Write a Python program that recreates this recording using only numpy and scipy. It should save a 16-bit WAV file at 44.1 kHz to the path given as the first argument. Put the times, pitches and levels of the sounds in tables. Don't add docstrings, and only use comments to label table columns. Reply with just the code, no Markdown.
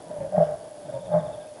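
import sys
import numpy as np
from scipy import signal
from scipy.fft import rfft, irfft
from scipy.io import wavfile
from scipy.ndimage import uniform_filter1d

SR = 44100
rng = np.random.default_rng(int(sys.argv[2]) if len(sys.argv) > 2 else 0)


def wav_record(signal):
    frames = np.transpose(np.atleast_2d(signal))
    bounded = np.clip(frames, -1, 1)
    quanta = np.round(bounded * 32767).astype(np.int16)
    wavfile.write(sys.argv[1], SR, quanta)


N = 70560
T = np.arange(N) / SR

# (f/Hz, level/dB)
RUMBLE_SPECTRUM = [(25, -38), (60, -33.5), (110, -18), (165, -22.5), (300, -16), (380, -20), (480, -15),
                   (550, -13), (585, -4), (610, 2), (640, -12), (720, -15.5), (800, -17.5), (1100, -27.5),
                   (1350, -32.5), (1600, -30.5), (1900, -36.5), (2600, -56), (5000, -79)]
HISS_SPECTRUM = [(1290, -15), (2200, -4), (3020, -4.5), (3340, -1), (4060, -6.5), (4580, -2), (6000, -5.5),
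                 (6960, -5), (9550, -6.5), (10300, -6), (11000, -3.5), (14300, -8), (22000, -120)]
# (f/Hz, lag/s, width/s, level/dB)
TICK_PARTIALS = [(10276, 0, .00036, -49.5), (9071, .0003, .00028, -55)]
# (t/s, level/dB)
IN_STROKE_LEVELS = [
    [(0.07, -50), (0.1, -43.5), (0.124, -58), (0.138, -50), (0.196, -45), (0.222, -40), (0.3, -52)],
    [(0.83, -57), (0.86, -46.5), (0.882, -48.5), (0.902, -42.5), (0.92, -53), (0.95, -39), (1.048, -52.5),
     (1.07, -56)],
]
# (t/s, length/s, level/dB)
IN_STROKE_BURSTS = [
    [(.096, 0.02, -32.5), (.122, 0.036, -35.5), (.162, 0.018, -32.5), (.2, 0.028, -30.5),
     (.235, 0.022, -30.5), (.258, 0.035, -38.5)],
    [(.882, 0.0207, -32), (.922, 0.053, -30.5), (.98, 0.017, -41.5), (1.028, 0.055, -38)],
]
# (f/Hz, level/dB)
IN_STROKE_RASP_SPECTRUM = [(40, -38), (90, -10.5), (140, -19.5), (210, -21.5), (270, -18.5), (380, -25.5),
                           (480, -17.5), (530, -27.5), (565, -9.5), (605, 1.5), (650, -5), (720, -29.5),
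                           (850, -20), (930, -28.5), (1030, -36.5), (1650, -35.5), (2500, -44.5),
                           (4000, -65)]
WHINE_FALL_TIMES = [.185, .925]
# (centre t/s, width/s, f/Hz, level/dB)
THROAT_WHISTLES = [(.105, 0.035, 965, -50), (0.21, 0.023, 890, -48), (0.389, 0.03, 788, -37),
                   (.965, 0.024, 934, -43), (1.15, 0.022, 842.6, -29)]
# (f/Hz, level/dB)
SLOPE_SPECTRUM = [(40, -6), (100, 2.5), (165, -8), (300, -5), (435, 6), (600, -4), (800, 2.5), (1500, 1.5),
                  (4000, -8.5)]
# (t/s, tone level/dB, air level/dB)
COUGH_LEVELS = [
    [(0.315, -43.5, -55), (0.355, -35, -51), (0.365, -36, -39.5), (0.383, -19, -48), (0.395, -22.5, -41.5),
     (0.527, -46.5, -54), (0.55, -50, -55)],
    [(1.075, -49, -66), (1.113, -33.5, -50.5), (1.121, -35, -47), (1.151, -23.5, -37.5),
     (1.197, -28.5, -46), (1.227, -42, -53), (1.267, -34.5, -54), (1.331, -56, -60), (1.343, -51, -63),
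     (1.35, -51, -58)],
]
# (t/s, length/s, level/dB)
BARK_AND_ECHO_BURSTS = [
    [(.322, 0.026, -27), (.344, 0.02, -21.5), (.367, 0.0056, -32.5), (.377, 0.0078, -13),
     (.399, 0.032, -13), (.442, 0.016, -28), (.482, 0.06, -31)],
    [(1.078, 0.058, -35.5), (1.114, 0.021, -26), (1.137, 0.043, -16.5), (1.185, 0.015, -28.5),
     (1.228, 0.081, -32.5), (1.372, 0.034, -39.5)],
]
# (f/Hz, level/dB)
COUGH_RASP_SPECTRUM = [(40, -69.5), (130, -37), (250, -28), (350, -34.5), (405, -30), (433, -20),
                       (470, -26), (540, -16), (580, -2), (609, -1.5), (632, -4.5), (655, 0), (685, -7),
                       (735, -11.5), (800, -15), (835, -18), (875, -32.5), (1100, -51), (2000, -53),
                       (4000, -90.5)]
# (f/Hz, level/dB)
AIR_SPECTRUM = [(500, -46.5), (900, 5.5), (1120, 7), (1380, -1), (1620, 4.5), (1760, -10), (1880, -3),
                (2200, -13.5), (2700, -27.5), (5500, -26.5), (8000, -50)]
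CHEST_SPECTRUM = [(25, -17.5), (60, 0), (85, -3), (125, 3.5), (200, -32), (400, -48)]
# (f/Hz, level/dB)
RUSTLE_SPECTRUM = [(1500, -37), (2800, -1.5), (3400, 1.5), (4200, -17), (5400, 0.5), (6500, -31),
                   (10000, -32)]
# (centre t/s, width/s, f/Hz, level/dB)
FAR_PIPS = [(0.454, 0.011, 2990, -61.5), (1.334, 0.0043, 2630, -61), (1.425, 0.034, 1616, -59.5),
            (1.475, 0.002, 2580, -54)]
# (start t/s, level/dB)
FAR_CHIRPS = [(0.849, -61), (0.887, -61), (0.934, -56.5), (0.989, -57), (1.047, -53.5), (1.115, -55),
              (1.183, -54), (1.252, -54), (1.323, -53), (1.399, -54.5)]


def undb(db):
    return 10 ** (np.asarray(db) / 20)


def unit(x):
    return x / np.sqrt(np.mean(x ** 2))


def sine(hz):
    return np.sin(2 * np.pi * np.cumsum(hz) / SR)


def swell(centre, width):
    return np.exp(-.5 * ((T - centre) / width) ** 2)


def colour(x, spectrum):
    hz, db = np.array(spectrum, float).T
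    freq = np.maximum(np.arange(N // 2 + 1) * SR / N, 1)
    gain = undb(np.interp(np.log(freq), np.log(hz), db))
    cepstrum = irfft(np.log(gain), N)
    cepstrum[1:N // 2] *= 2
    cepstrum[N // 2 + 1:] = 0
    return unit(irfft(rfft(x) * np.exp(rfft(cepstrum)), N))


def noise(spectrum):
    return colour(rng.standard_normal(N), spectrum)


def wander(hz):
    step = max(int(SR / hz), 1)
    stairs = np.repeat(rng.standard_normal(N // step + 1), step)
    return unit(uniform_filter1d(stairs, step)[:N])


def steady(x, seconds):
    power = uniform_filter1d(np.abs(signal.hilbert(x)) ** 2 / 2, max(int(seconds * SR), 1))
    return unit(x / np.sqrt(power + 0.048))


def envelopes(table, fade_s=.014):
    times, *levels = np.array(table, float).T
    gate = np.clip(np.minimum(T - times[0], times[-1] - T) / fade_s + 1, 0, 1)
    return [gate * undb(np.interp(T, times, db)) for db in levels]


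def burst_gain(table, attack_s=.0043, release_s=.0069):
    gain = np.zeros(N)
    for start, length, db in table:
        attack = np.clip((T - start) / attack_s, 0, 1)
        release = np.exp(-np.maximum(T - start - length, 0) / release_s)
        gain += undb(db) * attack * release
    return gain


def night_air(rumble_db=-42, wander_db=.8, hiss_db=-57):
    rumble = steady(noise(RUMBLE_SPECTRUM), seconds=.046)
    rumble *= undb(rumble_db + wander_db * wander(8.7))
    return rumble + undb(hiss_db) * noise(HISS_SPECTRUM)


def camera_buzz(rate_hz=100.3, start_s=.0039, scatter=.62):
    out = np.zeros(N)
    for hz, lag, width, db in TICK_PARTIALS:
        from_tick_s = (((T - start_s - lag) * rate_hz + .5) % 1 - .5) / rate_hz
        angle = 2 * np.pi * hz * T
        grit = wander(1200) * np.sin(angle) + wander(1200) * np.cos(angle)
        out += undb(db) * np.exp(-.5 * (from_tick_s / width) ** 2) * (np.sin(angle) + scatter * grit)
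    return out


def vocal_folds(start, hz, sag_hz_per_s, jitter, shimmer_db, breath):
    rate = (hz - sag_hz_per_s * np.clip(T - start, 0, .25)) * (1 + jitter * wander(130))
    cycles = np.cumsum(rate) / SR
    strength = undb(shimmer_db * wander(120))
    tone = unit(np.sin(2 * np.pi * cycles) * np.sqrt(strength))
    closures = unit(np.diff(np.floor(cycles), prepend=0) * strength)
    airflow = .12 + np.exp(-(cycles % 1) / .5)
    puffs = unit(rng.standard_normal(N) * airflow * strength)
    return tone, closures + breath * puffs, puffs


def in_stroke(levels, bursts, fall_time, fall_s=.074, whine_hz=(606, 549), rasp_db=-6.5, whine_db=-2.5):
    tone_gain, = envelopes(levels)
    start = levels[0][0]
    tone, flaps, _ = vocal_folds(start, hz=161.5, sag_hz_per_s=65, jitter=.2, shimmer_db=3, breath=.82)
    pitch = np.interp(T, [fall_time - fall_s / 2, fall_time + fall_s / 2], whine_hz)
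    whine = undb(whine_db) * unit(sine(pitch * (1 + .0108 * wander(90))))
    rasp = undb(rasp_db) * steady(colour(flaps, IN_STROKE_RASP_SPECTRUM), seconds=.033)
    return tone_gain * tone + burst_gain(bursts) * (rasp + whine)


def throat_whistles():
    waver = 1 + .009 * wander(110)
    return sum(undb(db) * swell(at, width) * sine(hz * waver) for at, width, hz, db in THROAT_WHISTLES)


def slope_echo(call, level_db=-15, delay_s=.05, t60_s=.72):
    age = T - delay_s
    decay = (age > 0) * np.exp(-np.log(1000) * np.abs(age) / t60_s)
    echo = signal.fftconvolve(call, noise(SLOPE_SPECTRUM) * decay)[:N]
    return undb(level_db) * np.std(call) * unit(echo)


def bark(flaps, bursts, ring_hz=606.3, ring_db=2.5, band_hz=(300, 950)):
    ring = undb(ring_db) * unit(sine(ring_hz * (1 + .012 * wander(160))))
    rasp = steady(colour(flaps, COUGH_RASP_SPECTRUM), seconds=.014)
    ringing_rasp = burst_gain(bursts) * steady(ring + rasp, seconds=.0098)
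    return signal.sosfilt(signal.butter(2, band_hz, "bandpass", fs=SR, output="sos"), ringing_rasp)


def cough(levels, bursts, flutter=.55, tone_db=-2, bark_db=-1.7, chest_db=-49, air_db=-2):
    tone_gain, air_gain = envelopes(levels)
    start = levels[0][0]
    tone, flaps, puffs = vocal_folds(start, hz=181.32, sag_hz_per_s=165,
                                     jitter=.04, shimmer_db=1, breath=1.43)
    slack = np.interp(T - start, [.05, .15], [0, 1])
    tone *= tone_gain * (1 + flutter * slack * wander(80))
    hoarse = bark(flaps, bursts)
    loudest_s = max(levels, key=lambda row: row[1])[0]
    chest = swell(loudest_s + .052, width=.11) * noise(CHEST_SPECTRUM)
    air = air_gain * steady(colour(puffs, AIR_SPECTRUM), seconds=.01)
    return undb(tone_db) * tone + undb(bark_db) * hoarse + undb(chest_db) * chest + undb(air_db) * air


def rustle(level_db=-58):
    return undb(level_db) * swell(centre=.437, width=.03) * noise(RUSTLE_SPECTRUM)


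def far_caller(chirp_s=.034, start_hz=3754, fall_hz=790, scatter_db=-3):
    calls = sum(undb(db) * swell(at, width) * np.sin(2 * np.pi * hz * T) for at, width, hz, db in FAR_PIPS)
    for start, db in FAR_CHIRPS:
        progress = np.clip((T - start) / chirp_s, 0, 1)
        calls += undb(db) * np.sin(np.pi * progress) * sine(start_hz - fall_hz * progress ** 1.8)
    trees = rng.standard_normal(N) * np.exp(-T / .16)
    trees /= np.linalg.norm(trees)
    return calls + undb(scatter_db) * signal.fftconvolve(calls, trees)[:N]


def scene():
    coughs = sum(cough(*stroke) for stroke in zip(COUGH_LEVELS, BARK_AND_ECHO_BURSTS))
    breaths = sum(in_stroke(*stroke)
                  for stroke in zip(IN_STROKE_LEVELS, IN_STROKE_BURSTS, WHINE_FALL_TIMES))
    leopard = coughs + breaths + throat_whistles()
    return (leopard + slope_echo(leopard) + far_caller() + rustle() + night_air() + camera_buzz())[None]


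def record(dry):
    cutoff_hz = 10950
    return signal.sosfilt(signal.ellip(10, .2, 80, cutoff_hz, fs=SR, output="sos"), dry)


dry = scene()
out = record(dry)
wav_record(out)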